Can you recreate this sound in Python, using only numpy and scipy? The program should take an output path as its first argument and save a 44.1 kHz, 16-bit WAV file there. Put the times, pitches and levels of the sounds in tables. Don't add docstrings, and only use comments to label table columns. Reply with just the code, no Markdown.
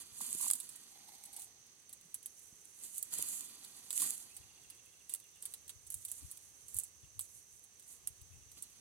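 import sys
import numpy as np
from scipy import signal
from scipy.fft import rfft, irfft, next_fast_len
from scipy.io import wavfile
from scipy.ndimage import uniform_filter1d

SR = 44100
rng = np.random.default_rng(int(sys.argv[2]) if len(sys.argv) > 2 else 0)


def master_out(mix):
    frames = np.transpose(np.atleast_2d(mix))
    ceiling = np.clip(frames, -1, 1)
    pcm = np.round(ceiling * 32767).astype(np.int16)
    wavfile.write(sys.argv[1], SR, pcm)


N = 388344


def undb(db):
    return 10 ** (np.asarray(db) / 20)


def unit(x):
    return x / np.sqrt(np.mean(x ** 2))


def response(points, hz):
    f, db = np.transpose(points)
    return undb(np.interp(np.log(hz + 1), np.log(f), db))


def shape(x, gain_at):
    size = next_fast_len(N)
    hz = np.arange(size // 2 + 1) * SR / size
    return irfft(rfft(x, size) * gain_at(hz), size)[..., :N]


def colour(x, points):
    return shape(x, lambda hz: response(points, hz))


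def uneven(x, depth_db, spacing_hz):
    ripple = rng.standard_normal(2000)
    return shape(x, lambda hz: undb(depth_db * np.interp(hz / spacing_hz, np.arange(2000), ripple)))


def fader(rows):
    s, db = np.transpose(rows)
    return undb(np.interp(np.arange(N) / SR, s, db, left=-np.inf, right=-np.inf))


def swell(s, hold_s, attack_s, release_s):
    t = np.arange(N) / SR - s
    rise = np.minimum(t, 0) / attack_s
    fall = np.maximum(t - hold_s, 0) / release_s
    return np.exp(np.maximum(rise - fall, -30))


def fade(t, seconds):
    return np.exp(-np.log(1000) * t / seconds)


def wander(rate):
    steps = np.random.default_rng(rng.integers(2 ** 31)).standard_normal(N)
    return np.interp(np.arange(N) * rate / SR, np.arange(N), steps)


def stereo_noise(alike, size=N):
    noise = rng.standard_normal((3, size))
    return np.sqrt(alike) * noise[0] + np.sqrt(1 - alike) * noise[1:]


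def crackle(rate, spread_db, grain_s, alike):
    sizes = undb(spread_db * np.minimum(rng.exponential(size=N), 5))
    breaks = rng.random(N) < rate / SR
    power = signal.lfilter([1], [1, -np.exp(-2 / (grain_s * SR))], breaks * sizes ** 2)
    return np.sqrt(power) * stereo_noise(alike)


def add(out, s, sound):
    start = max(int(s * SR), 0)
    out[:, start:start + sound.shape[-1]] += sound[..., :N - start]


def from_right(x, lag_s=.00009):
    return np.array([shape(x[0], lambda hz: np.exp(-2j * np.pi * hz * lag_s)), x[1]])


# frequency in Hz, boost or cut in dB.
AIR_TONE = [(25, -6), (60, 3), (110, 6.5), (300, 4), (700, 2), (1300, -0.5), (2200, 1), (3500, 1.5),
            (5200, 1), (8200, 6.5), (11000, -5), (16000, -8)]
def air(level_db=-67.5, bass_hz=700):
    bass = lambda hz: 1 / np.sqrt(1 + (hz / bass_hz) ** 2)
    lows = shape(stereo_noise(.71), bass)
    highs = shape(stereo_noise(.018), lambda hz: np.sqrt(1 - bass(hz) ** 2))
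    hush = uneven(lows + highs, depth_db=1.5, spacing_hz=93)
    return unit(colour(hush, AIR_TONE)) * undb(level_db + wander(2.125))


def insects(pitch_hz=6193, width_hz=424, level_db=-63):
    band = lambda hz: 1 / (1 + ((hz - pitch_hz) / width_hz) ** 2 / 2) ** 2
    chorus = unit(shape(stereo_noise(.061), band))
    return chorus * undb(level_db + .5 * wander(3.3) + wander(50))


# middle of the first note in seconds, number of notes, level in dB,
# starting pitch in Hz, ending pitch in Hz, note length in seconds.
BIRD_RUNS = [(4.32, 1, -68, 2350, 2750, .07), (4.433, 9, -67, 2900, 2550, .028),
             (5.133, 3, -67, 2980, 2600, .045), (7.048, 1, -69, 2900, 2600, .028),
             (8.335, 1, -71, 2450, 2850, .05), (8.428, 5, -73, 2900, 2600, .028)]
def bird(spacing_lengths=2.59, rasp_hz=160, upper_ratio=1.24, upper_db=-6):
    out = np.zeros((2, N))
    for first_s, notes, db, start_hz, end_hz, length_s in BIRD_RUNS:
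        size = int(length_s * SR)
        for s in first_s + spacing_lengths * length_s * np.arange(notes):
            rasp = unit(uniform_filter1d(rng.standard_normal(size), size=20))
            pitch_hz = np.linspace(start_hz, end_hz, size) + rasp_hz * rasp
            phase = 2 * np.pi * np.cumsum(pitch_hz) / SR
            volume = undb(db) * np.hanning(size)
            add(out, s - length_s / 2, volume * np.sin(phase))
            add(out, s - length_s, volume * undb(upper_db) * np.sin(upper_ratio * phase))
    t = np.arange(SR // 2) / SR
    tree_echo = unit(stereo_noise(0, len(t)) * fade(t, seconds=.3)) / np.sqrt(len(t))
    return out + signal.fftconvolve(out, tree_echo, axes=1)[:, :N]


# frequency in Hz, boost or cut in dB.
WIND_TONE = [(20, -27), (50, -11), (80, -5), (120, -8.5), (200, -29), (500, -44), (1500, -56)]
# strongest moment in seconds, relative level in dB.
WIND_GUSTS = [(.128, -68.5), (4.4, -70), (5.676, -72), (5.77, -65), (5.88, -69), (5.962, -63),
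              (6.25, -56.5), (6.765, -57), (7.045, -62), (7.18, -59), (7.38, -70), (7.54, -80),
              (8.11, -63.5), (8.225, -64.5), (8.37, -56)]
# time in seconds, relative level in dB.
BREEZE_LEVELS = [(0, -88), (4.1, -94), (4.4, -77.5), (5.1, -91), (5.9, -77.5), (7.3, -83), (7.8, -86.5),
                 (8.3, -72), (8.81, -81)]
def wind(left_db=4, right_db=-13):
    gust_power = sum((undb(db) * swell(s, hold_s=0, attack_s=.017, release_s=.019)) ** 2
                     for s, db in WIND_GUSTS)
    strength = np.sqrt(gust_power + fader(BREEZE_LEVELS) ** 2)
    swirls = unit(colour(stereo_noise(.034), WIND_TONE))
    return swirls * strength * undb([[left_db], [right_db]])


# time in seconds, relative leaf level in dB, soil level in dB.
GROUND_STIR = [(0, -63, -66), (.7, -63.5, -65.5), (1.3, -69.5, -72), (1.65, -89, -75.5), (2.1, -70, -77.5),
               (2.7, -65, -92), (3.1, -59, -69), (3.4, -61.5, -62), (3.85, -58, -66), (4.3, -61, -69.5),
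               (4.5, -71, -72), (5.8, -71.5, -91), (6.3, -61, -71.5), (6.95, -73.5, -107), (8.4, -72, -92),
               (8.81, -67.5, -70.5)]
# time of full strength in seconds, rise in seconds,
# hold in seconds, relative leaf level in dB, soil level in dB.
BOOT_MOVES = [(0, .01, 0.0021, -47.5, -55.5), (0.217, 0.042, .17, -44.5, -61),
              (0.427, 0.03, 0.038, -38, -57.5), (1.42, .03, 0.0083, -51.5, -71),
              (2.427, 0.079, 0.018, -62.5, -90), (2.843, 0.045, 0.024, -48.5, -65),
              (2.946, .02, 0.037, -48.5, -82), (3.13, 0.012, 0.08, -42.5, -54.5),
              (3.305, 0.029, 0.052, -41, -63), (3.96, 0.023, 0.027, -40, -68),
              (4.004, 0.014, 0.059, -38, -53), (5.117, 0.018, 0.012, -52, -68),
              (5.474, 0.05, .02, -56.5, -70), (5.945, .03, 0.021, -53, -91), (6.025, .02, .02, -57.5, -85),
              (6.105, 0.029, 0.058, -52, -78), (6.21, 0.027, 0.019, -69, -69),
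              (6.772, 0.048, 0.022, -48, -67), (7.213, .015, 0.0081, -51, -85),
              (7.363, 0.053, .02, -56.5, -79), (7.538, 0.045, .02, -62, -88),
              (7.912, 0.06, 0.021, -56, -76), (8.576, 0.011, .005, -56.5, -62.5),
              (8.633, .015, .01, -65, -68)]
def footwork():
    leaves = fader([(s, db) for s, db, _ in GROUND_STIR])
    soil = fader([(s, db) for s, _, db in GROUND_STIR])
    power = np.array([leaves, soil]) ** 2
    for s, attack_s, hold_s, leaves_db, soil_db in BOOT_MOVES:
        settle_s = .02 + .96 * hold_s
        power += (undb([[leaves_db], [soil_db]]) * swell(s, hold_s, attack_s, settle_s)) ** 2
    return np.sqrt(power)


# frequency in Hz, boost or cut in dB.
SOIL_TONE = [(60, -13), (150, -2), (290, 3), (460, -5.5), (620, -8.5), (830, 1.5), (1180, 1.5),
             (1600, -0.5), (2500, -3.5), (4500, 7), (8000, -26)]
def soil_crunch(weight):
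    grains = crackle(rate=700, spread_db=1.5, grain_s=.0079, alike=.73)
    grains = uneven(grains, depth_db=4.5, spacing_hz=60.5)
    return unit(colour(grains, SOIL_TONE)) * weight


# middle in seconds, peak level in dB, pitch in Hz, fade time in seconds.
BOOT_KNOCKS = [(0.209, -43.5, 1000, .00105), (0.22, -57, 240, 0.0057), (0.352, -48, 274, 0.0018),
               (0.408, -51, 1010, 0.0018), (0.431, -52, 1040, 0.0021), (0.444, -46.5, 1040, .0016),
               (0.467, -42.5, 1010, 0.0014), (2.06, -66, 171, 0.0084), (2.528, -57.5, 148, 0.0017),
               (3.194, -45, 425, 0.00073), (4.022, -59.5, 286, 0.011), (4.025, -45.5, 1080, .0033),
               (6.231, -63, 276, 0.006), (7.195, -55.5, 1130, 0.002)]
def boot_knocks(half_s=.03):
    out = np.zeros((2, N))
    t = np.arange(-half_s, half_s, 1 / SR)
    for s, db, hz, fade_s in BOOT_KNOCKS:
        volume = undb(db) * np.exp(-(t / fade_s) ** 2)
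        add(out, s - half_s, volume * np.cos(2 * np.pi * hz * t))
    return out


# frequency in Hz, boost or cut in dB.
LEAF_TONE = [(1500, -31.5), (2500, -21), (3800, -19.5), (5600, -17), (6300, -4.5), (7300, -0.5), (9500, -4),
             (10800, -9), (12200, -7), (13500, -13.5), (16000, -21)]
def leaf_rustle(effort, gain_db=-.5, crack_db=-9, flicker_db=2.04):
    grains = unit(crackle(rate=4500, spread_db=.5, grain_s=.0012, alike=.088))
    cracks = unit(crackle(rate=70, spread_db=5, grain_s=.00083, alike=.076)) * undb(crack_db)
    leaves = uneven(colour(grains + cracks, LEAF_TONE), depth_db=3, spacing_hz=68.8)
    return unit(leaves) * effort * undb(gain_db + flicker_db * wander(60))


# pitch in Hz, width in Hz, relative level in dB.
LOOSE_END_RINGS = [(802, 190, -1.5), (2170, 400, -10.5), (4100, 1200, -9.5), (6300, 1800, -8),
                   (8500, 680, -3), (11300, 500, -6), (14000, 900, -11)]
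# time of full strength in seconds, hold in seconds, level in dB.
HAND_PULLS = [(0.91, 0.098, -65), (1.11, 0.3, -61.5), (3.6, 1, -74)]
def wire_slide(stutter_db=2.5):
    rubbing = crackle(rate=4800, spread_db=4.5, grain_s=.0021, alike=.28)
    stutter = undb(stutter_db * wander(70))
    pull_power = sum((undb(db) * swell(s, hold_s, attack_s=.044, release_s=.06)) ** 2
                     for s, hold_s, db in HAND_PULLS)
    rings = lambda hz: np.sqrt(sum(undb(2 * db) / (1 + (2 * (hz - pitch) / width) ** 2) ** 2
                                   for pitch, width, db in LOOSE_END_RINGS))
    return unit(shape(rubbing, rings)) * np.sqrt(pull_power) * stutter


# frequency in Hz, boost or cut in dB.
WIRE_TONE = [(200, -30), (1000, -19.5), (2200, -17), (3600, -6.5), (5200, -8), (6300, -9.5), (7700, 4),
             (9600, 0), (12300, -3), (14000, -8), (16000, -5.5)]
def wire_fidget(level_db=-72):
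    touches = crackle(rate=32, spread_db=5, grain_s=.0056, alike=.037)
    return unit(colour(touches, WIRE_TONE)) * undb(level_db)


def tick_tone(hz, bright_hz, echo=.56, travel_s=.001011, boost_db=4, boost_octaves=.17):
    trip_s = rng.uniform(.00067, .003)
    echoes = 1 / (1 - echo * np.exp(-4j * np.pi * trip_s * np.sqrt(hz * bright_hz)))
    octaves_away = np.log2((hz + 1) / bright_hz)
    boost = undb(boost_db * np.exp(-.5 * (octaves_away / boost_octaves) ** 2))
    chirp = np.exp(-2j * np.pi * travel_s * (2 * np.sqrt(hz * 9000) - hz))
    return response(WIRE_TONE, hz) * boost * echoes * chirp


def wire_strike(t, tone, chatter_gain, scatter_s=.0022, ring_db=-12):
    size = len(t)
    build_up = 1 - np.exp(-(t / scatter_s) ** 2)
    roughness = undb(3.5 * np.interp(t / .001, np.arange(size), rng.standard_normal(size)))
    burst = lambda volume: unit(irfft(rfft(stereo_noise(.18, size) * volume) * tone))
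    snap = burst(fade(t, seconds=.0052))
    chatter = burst(fade(t, seconds=.045) * build_up * roughness)
    ring = burst(fade(t, seconds=.24) * build_up) * undb(ring_db)
    return (snap + chatter_gain * (chatter + ring)) / np.hypot(1, chatter_gain)


# start in seconds, relative level in dB,
# boosted pitch in Hz, body (a higher number gives fuller low and middle tones).
WIRE_TICKS = [(0.2134, -37.5, 8200, -17), (.412, -35.5, 10560, -49), (0.5017, -28.5, 7980, -11),
              (.512, -24, 8540, -41), (0.534, -29.5, 10000, -24), (0.5538, -37.5, 8950, -31),
              (0.602, -38.5, 9340, -21), (.691, -44, 8930, -23), (0.7577, -48, 8900, -32),
              (1.253, -46.5, 9800, -25), (1.3298, -48.5, 10760, -16), (1.3643, -42, 9600, -18),
              (1.3951, -44.5, 8800, -19), (1.4182, -52, 9300, -4), (1.893, -50.5, 9350, -16),
              (1.9288, -44, 8750, -29), (2.1433, -36, 10750, -28), (2.2597, -39, 10460, -24),
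              (2.9813, -35, 8550, -40), (3.0274, -32.5, 7540, -39), (3.1857, -33.5, 7900, -34),
              (3.642, -48.5, 7470, -4), (3.9058, -35, 7140, -9), (3.9287, -36.5, 7130, -19),
              (3.9998, -35, 9400, -17), (4.019, -31.5, 9700, -14), (4.3662, -43, 8940, -14),
              (4.7007, -46.5, 10030, -13), (5.095, -40.5, 9400, -17), (5.138, -32.5, 8930, -30),
              (5.148, -38, 10900, -20), (5.4245, -41.5, 9300, -16), (5.4546, -36, 9580, -19),
              (5.538, -40, 8930, -11), (5.6939, -42, 9050, -9.5), (5.8675, -48.5, 8940, -25),
              (5.9027, -39, 9670, -33), (5.9215, -42, 9100, -38), (5.9423, -36, 11200, -34),
              (6.051, -37, 9170, -28), (6.0837, -45, 9130, -16), (6.1158, -36, 9750, -31),
              (6.3133, -40.5, 10000, -30), (6.683, -46.5, 8300, -31), (6.7445, -38.5, 9200, -53),
              (6.767, -35, 11750, -55), (6.7868, -30.5, 9400, -51), (6.799, -37.5, 8760, -43),
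              (6.8355, -40, 9270, -39), (7.1929, -35, 10230, -21), (7.2083, -39, 8600, -30),
              (7.638, -53.5, 9440, -26), (8.0733, -32.5, 10500, -30), (8.6236, -39, 9450, -34)]
def wire_ticks(gain_db=-4.5, usual_db=-38.5, usual_body=-19, db_per_body=.51, size=8192):
    out, t = np.zeros((2, N)), np.arange(size) / SR
    hz = np.arange(size // 2 + 1) * SR / size
    lead_s = 128 / SR
    delay = np.exp(-2j * np.pi * hz * lead_s)
    body_band = np.clip((6500 - hz) / 1500, 0, 1)
    scale = np.sqrt(.01 * SR / size)
    for s, db, bright_hz, body in WIRE_TICKS:
        chatter_gain = undb(-3 - .7 * (db - usual_db))
        strike = wire_strike(t, tick_tone(hz, bright_hz) * delay, chatter_gain)
        body_db = (body - usual_body) * db_per_body
        strike = irfft(rfft(strike) * undb(body_band * body_db))
        add(out, s - lead_s, undb(db + gain_db) * strike * scale)
    return out


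def scene():
    effort, weight = footwork()
    coil = wire_ticks() + wire_fidget()
    right_side = leaf_rustle(effort) + soil_crunch(weight) + boot_knocks() + wire_slide()
    return coil + from_right(right_side) + wind() + bird() + air() + insects()


# frequency in Hz, boost or cut in dB.
LEFT_MIC_TONE = [(100, 5), (1200, 1), (4800, 0), (6300, -8), (10000, 1), (16000, -2)]
RIGHT_MIC_TONE = [(100, 3.5), (1200, 0.5), (4800, 2), (6300, 0), (10000, 7.5), (16000, 2)]
def record(dry, low_cut_hz=45, high_cut_hz=15900):
    mics = np.array([colour(dry[0], LEFT_MIC_TONE), colour(dry[1], RIGHT_MIC_TONE)])
    mics = signal.sosfilt(signal.butter(2, low_cut_hz, "high", fs=SR, output="sos"), mics)
    return signal.sosfilt(signal.ellip(10, .2, 70, high_cut_hz, fs=SR, output="sos"), mics)


dry = scene()
out = record(dry)
master_out(out)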